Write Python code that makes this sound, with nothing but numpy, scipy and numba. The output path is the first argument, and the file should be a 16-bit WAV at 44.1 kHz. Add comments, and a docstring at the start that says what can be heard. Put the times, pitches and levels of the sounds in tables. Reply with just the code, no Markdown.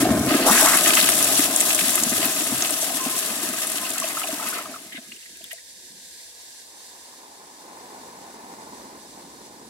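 """A toilet in the open air flushes, heard from just above the bowl. First air gulps boom in the bowl over a
gurgle of bubbles and noise, and two slurps of mostly climbing bubbles suck the pool out. Then splash and
spray, noise bursts and impacts echoed by the porcelain, spatter and sink as the tank runs down; the jet
stops, and last plops, sloshing, runnels and drips follow. The fill valve, filtered noise, hisses beneath
from the first half second; at the end the refill stream, a rush of tiny impacts, churns the pool."""
import sys
import numpy as np
from scipy import signal
from scipy.fft import rfft, irfft, next_fast_len
from scipy.io import wavfile
from scipy.ndimage import uniform_filter1d
from numba import njit

SR = 44100
rng = np.random.default_rng(int(sys.argv[2]) if len(sys.argv) > 2 else 0)


def materialize(psi):
    """Save the field psi as 16-bit PCM at rate SR to the path in sys.argv[1].

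    A 1-D psi becomes a single channel; in a 2-D psi each row is a channel.
    """
    bounded = np.clip(np.atleast_2d(psi).T, -1, 1)
    quanta = np.round(bounded * 32767).astype(np.int16)
    wavfile.write(sys.argv[1], SR, quanta)


N = 427329
TIME = np.arange(N) / SR


def undb(db):
    """Decibels to gain."""
    return 10 ** (np.asarray(db) / 20)


def curve(table, column=1):
    """One column of a table, joined by straight lines in time and held beyond both ends."""
    rows = np.array(table)
    return np.interp(TIME, rows[:, 0], rows[:, column])


def hump(middle_s, length_s):
    """A smooth rise and fall between 0 and 1."""
    out = np.zeros(N)
    inside = slice(*np.searchsorted(TIME, [middle_s - length_s / 2, middle_s + length_s / 2]))
    out[inside] = np.cos(np.pi * (TIME[inside] - middle_s) / length_s) ** 2
    return out


def humps(table):
    """Gain of several humps, each row: middle in s, length in s, level in dB."""
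    return sum(undb(db) * hump(middle_s, length_s) for middle_s, length_s, db in table)


def colour_db(points, hz):
    """A spectrum read on a log-frequency axis."""
    point_hz, db = np.transpose(points)
    return np.interp(np.log(hz + 1), np.log(point_hz), db)


def shape(x, response):
    """Filter by a response given as a function of frequency."""
    size = next_fast_len(x.shape[-1] + 4096)
    hz = np.arange(size // 2 + 1) * SR / size + .01  # never zero
    return irfft(rfft(x, size) * response(hz), size)[..., :x.shape[-1]]


def tint(x, points):
    """Filter by a spectrum of (Hz, dB) points."""
    return shape(x, lambda hz: undb(colour_db(points, hz)))


def resonance(hz, centre_hz, width_hz):
    """Response of one resonance, gain 1 at its centre."""
    return 1 / (1 + 1j * (hz ** 2 - centre_hz ** 2) / (hz * width_hz))


def unit(x):
    """Scale a stereo pair so that its middle has rms 1."""
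    return x / np.std(x.mean(axis=0))


def surge(rate_hz, depth_db):
    """A randomly wandering gain, rate_hz new values a second, with mean power 1."""
    size = max(int(SR / rate_hz), 2)
    steps = np.repeat(rng.standard_normal(N // size + 1), size)
    gain = undb(depth_db * uniform_filter1d(steps, size)[:N])
    return gain / np.sqrt(np.mean(gain ** 2))


@njit
def ring(start_s, hz, cycles, size, rise, swell_cycles):
    """Each bubble is a sine that builds up, dies by 60 dB in its cycles and rises in pitch."""
    out = np.zeros(N)
    for k in range(len(start_s)):
        first, length = int(start_s[k] * SR), int(cycles[k] / hz[k] * SR)
        for i in range(min(length, N - first)):
            age, turn = i / length, i * hz[k] / SR
            envelope = np.exp(-6.9 * age) * (1 - np.exp(-(turn / swell_cycles) ** 2))
            out[first + i] += size[k] * envelope * np.sin(2 * np.pi * turn * (1 + rise * age / 2))
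    return out


def swarm(pitch_hz, octaves, cycles, spread_db, count):
    """Bubbles at random moments, scattered in pitch, life and size."""
    when, pitch, life, size = rng.random((count, 4)).T
    centre_hz = np.broadcast_to(pitch_hz, N)[(when * N).astype(int)]
    hz = centre_hz * 2 ** (octaves * (pitch - .5))
    return ring(when * N / SR, hz, cycles * (.5 + life), undb(spread_db * size), 0.44, 1.09)


def drops(spread_db, count):
    """Tiny impacts at random moments: many weak, a few strong."""
    when, size, sign = rng.random((count, 3)).T
    strength = undb(-spread_db * np.log(np.maximum(size, .004)))
    return np.bincount((when * N).astype(int), strength * np.sign(sign - .5), N)


def porcelain(x, t60_s=0.081, split_hz=1400, lead_ms=0.085, stray_db=-20, even=0.067):
    """Quick reflections: treble reaches each port by its own paths, bass mostly straight, first port leading."""
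    t = np.arange(2048) / SR
    paths = rfft(rng.standard_normal((2, len(t))) * np.exp(-np.log(1000) * t / t60_s))
    # flatten the paths' spectra, so the echoes colour the sound less
    paths = irfft(paths / np.abs(paths) ** min(even, 1)) * (1 - t / t[-1])
    paths /= np.linalg.norm(paths, axis=1, keepdims=True)
    low = signal.butter(3, split_hz, "low", fs=SR, output="sos")
    high = signal.butter(3, split_hz, "high", fs=SR, output="sos")
    bass = signal.sosfilt(low, signal.unit_impulse(len(t)))
    late_bass = np.interp(t - lead_ms / 1000, t, bass)
    response = np.array([bass, late_bass]) + signal.sosfilt(high, paths) + undb(stray_db) * paths
    return signal.oaconvolve(x[None], response, axes=1)[:, :N]


def bowl_air(x, modes):
    """The hollow of the bowl rings at its air resonances, above 100 Hz."""
    boom = shape(x, lambda hz: sum(undb(db) * resonance(hz, f, w) for f, w, db in modes))
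    return signal.sosfilt(signal.butter(2, 100, "high", fs=SR, output="sos"), boom)


def bubbles(table, cycles, rise, swell_cycles, gain_db):
    """Single loud bubbles, each ringing at its own pitch."""
    start_s, db, hz = np.array(table, float).T.copy()
    lives = np.full(len(hz), float(cycles))
    tones = ring(start_s, hz, lives, undb(db + gain_db), float(rise), float(swell_cycles))
    return porcelain(tones, t60_s=0.05, even=0.94)


def puffs(table, decay_s, width_hz, gain_db):
    """Short decaying puffs of noise, each round its own centre."""
    out = np.zeros((2, N))
    t = np.arange(2048) / SR
    for start_s, db, centre_hz in table:
        noise = rng.standard_normal((2, len(t)))
        puff = shape(noise, lambda hz: resonance(hz, centre_hz, width_hz) ** 2)
        first = int(start_s * SR)
        out[:, first:first + len(t)] += unit(puff) * np.exp(-t / decay_s) * undb(db + gain_db)
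    return out


def flush():
    """The tank empties: gurgle below, splash and spray above, both throbbing with the same jet."""
    splash_gain, spray_gain = jet_gains()
    churn = churning()
    jet = surge(rate_hz=45, depth_db=1.0)
    above = babble() + jet * (splash() * splash_gain + spray() * spray_gain)
    return above + damped(gurgle()) * churn + heave(churn)


def spatter(colour, spread_db, clump_db, count, spots):
    """Drops strike several spots round the bowl, count on each, arriving in common clumps."""
    clumps = surge(rate_hz=130, depth_db=clump_db)
    hits = sum(porcelain(drops(spread_db, count) * clumps, t60_s=0.034, even=0.93) for _ in range(spots))
    return unit(tint(hits, colour))


# Splash filter. Each row: frequency in Hz, relative level in dB.
SPLASH_FILTER = [(500, -23), (900, -20), (1300, -1), (1900, 2), (2250, -4), (2650, 7), (3500, -5),
                 (4500, 1), (7000, -18)]
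# Higher bowl resonances. Each row: centre in Hz, width in Hz, relative level in dB.
BOWL_OVERTONES = [(1032, 8.4, 1), (1266, 55, 5.5), (1516, 48, 1.5), (1660, 45, 4.5), (1810, 44, -2),
                  (2020, 49, 4), (2460, 130, -1.5), (2840, 78, -14)]


def splash():
    """Drops on the bowl, small bubbles, and the higher bowl resonances that drops excite."""
    hits = spatter(SPLASH_FILTER, spread_db=4.0, clump_db=3.0, count=5000, spots=4)
    small_bubbles = unit(porcelain(swarm(2307, octaves=1.33, cycles=51, spread_db=20.0, count=2200)))
    ringing = unit(porcelain(bowl_air(drops(spread_db=6.0, count=12000), BOWL_OVERTONES)))
    return hits + undb(-9.5) * small_bubbles + undb(-3.5) * ringing


# Spray filter. Each row: frequency in Hz, relative level in dB.
SPRAY_FILTER = [(1800, -27), (3400, 0.5), (4400, -6), (5200, -1.5), (6300, -1.5), (7800, 2.5), (9200, 0.5),
                (11000, 4), (13000, -4.5), (16000, -8)]


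def spray():
    """Fine drops on bare porcelain, with a fizz of tiny high bubbles."""
    hits = spatter(SPRAY_FILTER, spread_db=3.5, clump_db=1.0, count=9000, spots=5)
    tiny_bubbles = swarm(8420, octaves=1.27, cycles=28, spread_db=23, count=4000)
    fizz = unit(porcelain(tiny_bubbles, t60_s=0.05, even=0.42))
    return undb(1) * hits + undb(-8.0) * fizz


SHUT_S, SHUT_TAKES_S = 4.565, 0.1  # the flapper drops and the jet stops


def run_down(full_db, sag_db, bend, shut_change_db, drain_db_per_s):
    """Level in dB of a sound driven by the head of water: sags, shifts at the shutting while draining away."""
    spent = np.minimum(TIME / SHUT_S, 1)
    after_s = np.maximum(TIME - SHUT_S, 0)
    sagging_db = full_db - sag_db * spent ** bend
    shift_db = shut_change_db * np.minimum(after_s / SHUT_TAKES_S, 1)  # positive = drop, negative = lift
    return sagging_db - shift_db - drain_db_per_s * after_s


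# Tank run-down of splash and spray. Columns: full-tank level in dB, sag until empty in dB, bend of the sag
# (1 = even), level change at the shutting in dB (positive = drop, negative = lift), draining in dB per s.
SPLASH_RUN_DOWN = (-21, 15.5, 0.49, -0.5, 54)
SPRAY_RUN_DOWN = (-16.5, 19, 0.82, 4.5, 31)
# The pool smothers the jet until sucked away. Each row: time in s, splash change in dB, spray change in dB.
POOL_SMOTHER = [(0.04, -9.5, -16.5), (0.12, -32, -19), (0.26, -24, -13), (0.285, -4, -12), (0.38, -6, -8.5),
                (0.452, -3, -13), (0.464, -5, 0)]
# The jet swells or falters. Each row: middle in s, length in s, splash change in dB, spray change in dB.
JET_SWELLS = [(0.017, 0.054, -1, 11), (0.944, 0.79, 4, 0), (1.396, 0.12, 3, 1.5), (1.492, 0.13, -4, -5),
              (1.804, 0.09, 6, 3), (2.246, 0.097, 5, -0.5), (3.189, 0.074, 1, 6), (3.988, .08, 6.5, -0.5),
              (4.565, 0.08, 0.5, -1), (4.655, 0.08, -4, -5)]


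def jet_gains():
    """Splash and spray gains: head of water, smothering pool, momentary swells."""
    splash_db = run_down(*SPLASH_RUN_DOWN) + curve(POOL_SMOTHER, column=1)
    spray_db = run_down(*SPRAY_RUN_DOWN) + curve(POOL_SMOTHER, column=2)
    for middle_s, length_s, more_splash_db, more_spray_db in JET_SWELLS:
        swell = hump(middle_s, length_s)
        splash_db = splash_db + more_splash_db * swell
        spray_db = spray_db + more_spray_db * swell
    return undb(splash_db), undb(spray_db)


# Bowl air resonances, shared with gulps(). Each row: centre in Hz, width in Hz, relative level in dB.
BOWL_MODES = [(238.5, 5.1, -3), (298.6, 82, 3), (430, 260, -8), (632.3, 53, 5), (684, 37, -3.5),
              (1037, 22, 1), (1227, 170, -4.5)]


def gurgle():
    """Tumbling water and big bubbles drive the air in the bowl."""
    big_bubbles = swarm(416.5, octaves=2.37, cycles=11.7, spread_db=17.0, count=2200)
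    tumbling = drops(spread_db=2.5, count=25000)
    push = big_bubbles / big_bubbles.std() * undb(-7.5) + tumbling / tumbling.std() * undb(10.0)
    return unit(porcelain(bowl_air(push * surge(rate_hz=50, depth_db=1.35), BOWL_MODES)))


def damped(x, pool_db=-5.5, gone_s=0.53, above_hz=560):
    """While the pool still fills the bowl, only the deepest part of a sound comes through in full."""
    deep = shape(x, lambda hz: 1 / (1 + (hz / above_hz) ** 8))
    return deep + (x - deep) * undb(pool_db * np.clip(1 - (TIME / gone_s) ** 2, 0, 1))


# Big gulps of air in the trap. Each row: start in s, level in dB before layer gain, pitch in Hz.
AIR_GULPS = [(0.023, -4.5, 306), (.089, -5.5, 278), (0.105, -5, 226), (.158, -11, 215), (.205, -14, 225),
             (.27, -8, 248), (.312, -7.5, 290), (0.347, -6.5, 290), (1.39, -9, 286), (2.062, -18.5, 227),
             (2.117, -15, 232), (2.198, -16.5, 296), (2.253, -16, 260), (2.52, -13.5, 257),
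             (2.939, -23, 250), (3.061, -15, 255), (3.433, -20.5, 340), (4.328, -18.5, 288),
             (4.944, -31, 273), (4.979, -29.5, 231)]


def gulps(boom_db=-4):
    """Big pockets of air break through the trap and set the bowl booming."""
    start_s, db, hz = np.array(AIR_GULPS, float).T.copy()
    knocks = np.bincount((start_s * SR).astype(int), undb(db), N)
    boom = bowl_air(knocks, BOWL_MODES)
    boom *= undb(db.max() + boom_db) / np.abs(boom).max()
    tones = bubbles(AIR_GULPS, cycles=12.8, rise=0.077, swell_cycles=1.52, gain_db=4.5)
    return tones + porcelain(boom)


# Tank run-down of the gurgle. Columns: full-tank level in dB, sag until empty in dB, bend of the sag
# (1 = even), level change at the shutting in dB (positive = drop, negative = lift), draining in dB per s.
GURGLE_RUN_DOWN = (-18, 21.5, 0.53, -5.5, 60)
WAKE_DB, WAKE_DECAY_S = -25, 0.056  # churning after each gulp, relative to its table level
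ONRUSH_DB, ONRUSH_MIDDLE_S, ONRUSH_LENGTH_S = -25.5, 0.19, 1


def churning():
    """Gurgle gain: head of water, the first onrush through the full pool, a short wake after every gulp."""
    start_s, db, hz = np.array(AIR_GULPS, float).T
    kicks = np.bincount((start_s * SR).astype(int), undb(db + WAKE_DB), N)
    wakes = signal.lfilter([1], [1, -np.exp(-1 / (WAKE_DECAY_S * SR))], kicks)
    onrush = undb(ONRUSH_DB) * hump(ONRUSH_MIDDLE_S, ONRUSH_LENGTH_S)
    return np.sqrt(undb(run_down(*GURGLE_RUN_DOWN)) ** 2 + wakes ** 2 + onrush ** 2)


# Low resonances of the water-filled trap. Each row: centre in Hz, width in Hz, relative level in dB.
TRAP_MODES = [(77, 18, -2), (124.5, 20, 1.5), (167, 33, -2.5)]
# The water column heaves. Each row: middle in s, length in s, level in dB.
COLUMN_HEAVES = [(.14, 0.5, -30), (1.264, 0.61, -48.5), (2.154, 0.41, -47.5), (2.554, 0.14, -42),
                 (3.5, 0.12, -56.5)]


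def heave(churn, follow_db=-27):
    """The slug of water in the trap shudders low with the churning, and more at each heave."""
    def modes(hz):
        return sum(undb(db) * np.abs(resonance(hz, f, w)) ** 2 for f, w, db in TRAP_MODES)
    shudder = shape(rng.standard_normal(N), modes)
    return shudder / shudder.std() * (humps(COLUMN_HEAVES) + churn * undb(follow_db))


BABBLE_DB, BABBLE_RISE_S = -45.5, 0.98
BABBLE_SWELL_DB, BABBLE_SWELL_S, BABBLE_DRAIN_DB_PER_S = 5, 0.87, 92.5


def babble():
    """Air drawn into the emptied trap babbles, most of all as the jet gives out."""
    crowd = swarm(1402, octaves=1.6, cycles=24, spread_db=11, count=4200)
    crowd = unit(porcelain(crowd, t60_s=0.034, even=0.92))
    swell_db = BABBLE_SWELL_DB * np.clip(1 + (TIME - SHUT_S) / BABBLE_SWELL_S, 0, 1)
    drain_db = BABBLE_DRAIN_DB_PER_S * np.maximum(TIME - SHUT_S, 0)
    return crowd * np.minimum(TIME / BABBLE_RISE_S, 1) * undb(BABBLE_DB + swell_db - drain_db)


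# The pool leaves in two draughts. Each row: time in s, bubble pitch in Hz, level in dB.
FIRST_DRAUGHT = [(.40, 400, -40), (.455, 626, -27), (.48, 850, -17), (.502, 900, -14.5), (.52, 1400, -21.5),
                 (.575, 1700, -17), (.63, 1540, -26.5)]
SECOND_DRAUGHT = [(.595, 770, -32.5), (.635, 920, -24), (.678, 1300, -19), (.70, 1580, -24.5),
                  (.75, 1540, -21), (.80, 1890, -30.5)]


def slurp(draught, spots=3):
    """A crowd of bubbles mostly climbs in pitch as the pool leaves, bursting round the trap."""
    pitch_hz = curve(draught)
    sounding = (TIME > draught[0][0]) & (TIME < draught[-1][0])
    crowd = 0
    for _ in range(spots):
        spot = swarm(pitch_hz, octaves=1.3, cycles=9, spread_db=5.5, count=9000)
        crowd = crowd + porcelain(spot, t60_s=0.022, split_hz=2000, even=1.0)
    level = undb(curve(draught, column=2)) * sounding
    return crowd / np.std(crowd.mean(axis=0)[sounding]) * level


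# Sheets of water on the bare bowl. Each row: start in s, level in dB before layer gain, centre in Hz.
WATER_SLAPS = [(.861, -5, 2680), (.905, -2.5, 2000), (.971, -1, 2200), (1.001, -5.5, 3100),
               (1.012, -6.5, 3800), (1.041, -10, 2700), (1.089, -5.5, 1970), (1.393, -9.5, 1900),
               (1.404, -10, 2500), (1.61, -10.5, 2600), (1.705, -8, 2560), (1.79, -7, 2450),
               (1.811, -9.5, 2360), (2.229, -12, 2510), (2.622, -17, 2800), (2.648, -10.5, 2800),
               (3.782, -13.5, 2790), (3.915, -19, 3400), (4.217, -18, 1900)]


def slaps():
    """Sheets of water slap the bare bowl: short mid-band noise puffs."""
    return puffs(WATER_SLAPS, decay_s=0.0034, width_hz=2460, gain_db=-10.5)


# Spits of spray on porcelain. Each row: start in s, level in dB before layer gains, centre in Hz.
SPRAY_SPITS = [(0.772, -6.5, 10600), (0.9527, -7, 6900), (1.089, -6, 9500), (1.138, -11, 8500),
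               (1.227, -7.5, 10500), (1.245, -8, 7800), (1.384, -9, 9000), (1.406, -10, 10000),
               (1.5614, -5.5, 8260), (1.604, -5, 7550), (1.6104, -7, 8600), (1.7474, -9, 7950),
               (1.9552, -6, 10400), (2.0352, -5.5, 7200), (2.2548, -8.5, 12000), (2.6225, -9, 6200),
               (2.707, -12, 8500), (3.670, -17, 9000), (3.700, -16, 8500), (3.7184, -14, 8900),
               (3.904, -16, 8590), (3.9818, -14, 7700), (4.0004, -13.5, 8000), (4.4877, -17, 11100)]


def spits():
    """Spits of spray: treble noise puffs, each opening with a sharp, broad crack."""
    body = puffs(SPRAY_SPITS, decay_s=0.0031, width_hz=2400, gain_db=-5.0)
    crack = puffs(SPRAY_SPITS, decay_s=0.0012, width_hz=7600, gain_db=-9)
    return body + crack


# Single surface bubbles. Each row: start in s, level in dB before layer gains, pitch in Hz.
SURFACE_PLOPS = [(0.05, -7, 702), (0.904, -19, 670), (0.97, -11, 1263), (1.086, -17, 674),
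                 (1.39, -24, 1270), (1.703, -28, 724), (1.706, -11, 2530), (2.226, -16.5, 672),
                 (2.823, -21.5, 623), (2.9, -21, 728), (3.058, -23.5, 740), (3.849, -16, 2700),
                 (3.86, -27, 684), (3.927, -26, 645), (3.956, -22, 1370), (4.019, -18, 1110),
                 (4.038, -17, 641), (4.095, -20.5, 2100), (4.169, -14, 1280), (4.216, -20, 1270),
                 (4.232, -16.5, 2800), (4.235, -19, 2460), (4.238, -22, 734), (4.287, -20.5, 633),
                 (4.396, -21, 1240), (4.408, -23.5, 870), (4.424, -21, 1310), (4.479, -29, 1460),
                 (4.527, -17.5, 1400), (4.565, -23, 1240), (4.586, -18.5, 1290), (4.655, -24.5, 1210),
                 (4.71, -32, 660), (4.739, -24, 1330), (4.758, -25.5, 1210), (4.922, -23, 2000),
                 (4.948, -25, 2080), (4.981, -35, 630), (5.117, -24, 2700), (5.162, -33, 2780),
                 (5.226, -35, 2700), (5.256, -31, 2000), (5.353, -37, 2500), (5.405, -41, 644),
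                 (5.413, -35, 2650), (5.441, -25, 3400), (5.509, -24, 2820), (5.511, -23, 1920),
                 (5.529, -34, 647), (5.581, -33, 1900), (6.2, -35, 2050)]


def plops():
    """Single bubbles ring at the surface, each opening with the snap of its film."""
    tones = bubbles(SURFACE_PLOPS, cycles=29.8, rise=0.087, swell_cycles=3.07, gain_db=5.0)
    films = [(start_s, db, 2700) for start_s, db, hz in SURFACE_PLOPS]
    snaps = puffs(films, decay_s=0.014, width_hz=9600, gain_db=-24.5)
    return tones + fragments() + snaps


def fragments(above_hz=1000, within_s=0.013, gain_db=-6, octaves=0.51, cycles=22, spread_db=8, count=4):
    """A small plop is ragged: it sheds a few bubbles close to its own pitch."""
    small = [row for row in SURFACE_PLOPS if row[2] > above_hz]
    start_s, db, hz = np.repeat(small, count, axis=0).T
    delay, pitch, size = rng.random((len(start_s), 3)).T
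    shed_s = start_s + within_s * delay ** 2
    shed_hz = hz * 2 ** (octaves * (pitch - .5))
    lives = np.full(len(hz), float(cycles))
    shed = ring(shed_s, shed_hz, lives, undb(db + gain_db - spread_db * size), 0.12, 2.0)
    return porcelain(shed, t60_s=0.033, even=0.67)


# The trap hollow sings. Each row: middle in s, length in s, level in dB.
TRAP_PINGS = [(2.265, 0.14, -35.5), (3.04, 0.17, -31.5), (3.15, 0.11, -36.5), (3.84, 0.13, -40)]


def singing(centre_hz=1042, width_hz=34):
    """The flow blows over the hollow of the trap: a wavering note that swells and fades."""
    note = shape(rng.standard_normal(N), lambda hz: resonance(hz, centre_hz, width_hz) ** 2)
    return note / note.std() * humps(TRAP_PINGS)


# Slosh filter. Each row: frequency in Hz, relative level in dB.
SLOSH_FILTER = [(60, -22), (130, -3), (220, -5), (370, 0.5), (480, -16), (620, -23), (900, -48)]
# The pool rocks until it covers the trap mouth. 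Each row: middle in s, length in s, level in dB.
POOL_SLOSHES = [(4.886, 0.38, -55), (5.115, 0.28, -55.5), (5.378, 0.32, -56.5), (5.915, 0.71, -59.5)]


def slosh():
    """After the jet has stopped the pool rocks in the trap with a soft, low burble."""
    glugs = porcelain(swarm(293, octaves=1.62, cycles=6.7, spread_db=9, count=3000))
    return unit(tint(glugs, SLOSH_FILTER)) * humps(POOL_SLOSHES)


# Runnels drop off the walls at once. Each row: middle in s, length in s, level in dB before the high-pass.
WALL_RUNNELS = [(4.567, 0.15, -41), (4.93, 0.04, -44.5), (4.969, 0.06, -40.5), (5.122, 0.02, -49),
                (5.517, 0.035, -47)]
TRICKLE_DB, TRICKLE_START_S, TRICKLE_END_S = -59, 4.6, 5.65  # level before the high-pass


def trickle(fade_s=0.1, above_hz=1200):
    """The last runnels tinkle into the pool, making only small bubbles."""
    tinkle = unit(porcelain(swarm(2430, octaves=1.26, cycles=22, spread_db=8.0, count=7000)))
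    tinkle = signal.sosfilt(signal.butter(8, above_hz, "high", fs=SR, output="sos"), tinkle)
    dribble = np.clip(np.minimum(TIME - TRICKLE_START_S, TRICKLE_END_S - TIME) / fade_s, 0, 1)
    return tinkle * (undb(TRICKLE_DB) * dribble + humps(WALL_RUNNELS))


# Last drips on porcelain. Each row: start in s, level in dB before layer gain, centre in Hz.
LAST_DRIPS = [(5.162, -35, 8700), (5.371, -34, 10500), (5.441, -28, 10000), (5.516, -32, 10500),
              (5.522, -32, 10000), (5.5302, -23, 9300)]


def drips():
    """The last drips tick on the porcelain: very short treble puffs."""
    return puffs(LAST_DRIPS, decay_s=0.0022, width_hz=5200, gain_db=-4.0)


# Refill rush filter. Each row: frequency in Hz, relative level in dB.
POOL_FILTER = [(30, -37), (70, -13), (110, -18), (170, -7), (240, -1), (450, -3), (630, -5), (950, 2.5),
               (1060, -1), (1200, -11), (1750, -12), (2600, -20.5), (4000, -32)]
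# Refill stream. Each row: time in s, level in dB before bass change and balance.
REFILL_LEVEL = [(5.3, -76), (5.7, -67), (6.3, -61), (6.5, -61), (6.8, -54), (7.3, -50), (7.7, -46),
                (8.15, -44.5), (8.75, -44.5), (9.1, -48), (9.69, -49.5)]


def refill(half_lean_db=0.5, deepen_db_per_s=6, spots=3):
    """The refill stream stirs the pool: a soft rush of tiny impacts, deeper as the water rises."""
    stir = 0
    for _ in range(spots):
        impacts = drops(spread_db=2.0, count=9000)
        stir = stir + porcelain(impacts, t60_s=0.047, split_hz=1170, lead_ms=0.28, stray_db=-15.5, even=0.68)
    stir = stir[::-1]  # right port first
    rush = unit(tint(stir, POOL_FILTER)) * surge(rate_hz=12, depth_db=1.23)
    bass = shape(rush, lambda hz: 1 / (1 + (hz / 330) ** 4))
    bass_gain = undb(deepen_db_per_s * np.clip(TIME - 8.4, -1.2, 1))
    rush = rush + bass * (bass_gain - 1)
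    return rush * undb(curve(REFILL_LEVEL)) * undb([[-half_lean_db], [half_lean_db]])


# Valve hiss filter. Each row: frequency in Hz, relative level in dB.
VALVE_FILTER = [(30, -29), (70, -4.5), (120, -17.5), (230, -15), (380, -14), (490, -2), (600, -14.5),
                (700, -5), (800, -30), (960, -7), (1140, -49), (1380, -21.5), (1600, -1.5), (2150, -4.5),
                (2500, -8), (3100, -7), (3700, 0.5), (7500, 0), (10000, -0.5), (13000, -9.5), (16000, -18)]
# Fill valve. Each row: time in s, level in dB before trim and balance.
VALVE_LEVEL = [(4.9, -47), (6.4, -47), (6.9, -47.5), (7.3, -51), (8.7, -50.5), (9.69, -51.5)]


def valve(half_lean_db=1.3, shared_hz=600, bowl_db=2, trim_db=.5, opening_s=.5):
    """Water squeezes through the fill valve: a diffuse hiss, part of it sounding out through the bowl."""
    common, left, right = rng.standard_normal((3, N))
    # only the bass is alike at both ports
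    diffuse = shape(np.array([left, right]), lambda hz: hz / np.hypot(hz, shared_hz))
    jets = diffuse + shape(common, lambda hz: shared_hz / np.hypot(hz, shared_hz))
    through_bowl = porcelain(rng.standard_normal(N), t60_s=0.08, even=0.5)
    jets += undb(bowl_db) * through_bowl * surge(rate_hz=6, depth_db=0.8)
    opening = np.clip(TIME / opening_s, 0, 1)
    hiss = unit(tint(jets, VALVE_FILTER)) * surge(rate_hz=25, depth_db=1.0)
    return hiss * undb(curve(VALVE_LEVEL) + trim_db) * opening * undb([[-half_lean_db], [half_lean_db]])


def scene():
    """Sum of the flush, its single events, the last water and the refill."""
    slurps = slurp(FIRST_DRAUGHT) + slurp(SECOND_DRAUGHT)
    events = gulps() + slaps() + spits() + plops() + singing()
    last_water = slosh() + trickle() + drips()
    return flush() + slurps + events + last_water + refill() + valve()


# Treble difference of the two microphone ports. 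Each row: frequency in Hz, left minus right in dB.
PORT_LEAN = [(100, 1.5), (250, 1), (4000, 1), (7300, -1.5), (8600, 2.5), (10500, 12.5), (13000, 12),
             (16000, 14)]
TOP_HZ = 15900


def record(dry):
    """The left port is mostly brighter than the right; the top is cut."""
    def ports(hz):
        lean = undb(colour_db(PORT_LEAN, hz))
        return np.array([lean, np.ones_like(lean)]) * np.sqrt(2 / (1 + lean ** 2))  # constant summed power
    sound = np.clip(shape(dry, ports), -1, 1)
    return signal.sosfilt(signal.ellip(10, .2, 70, TOP_HZ, fs=SR, output="sos"), sound)


dry = scene()
out = record(dry)
materialize(out)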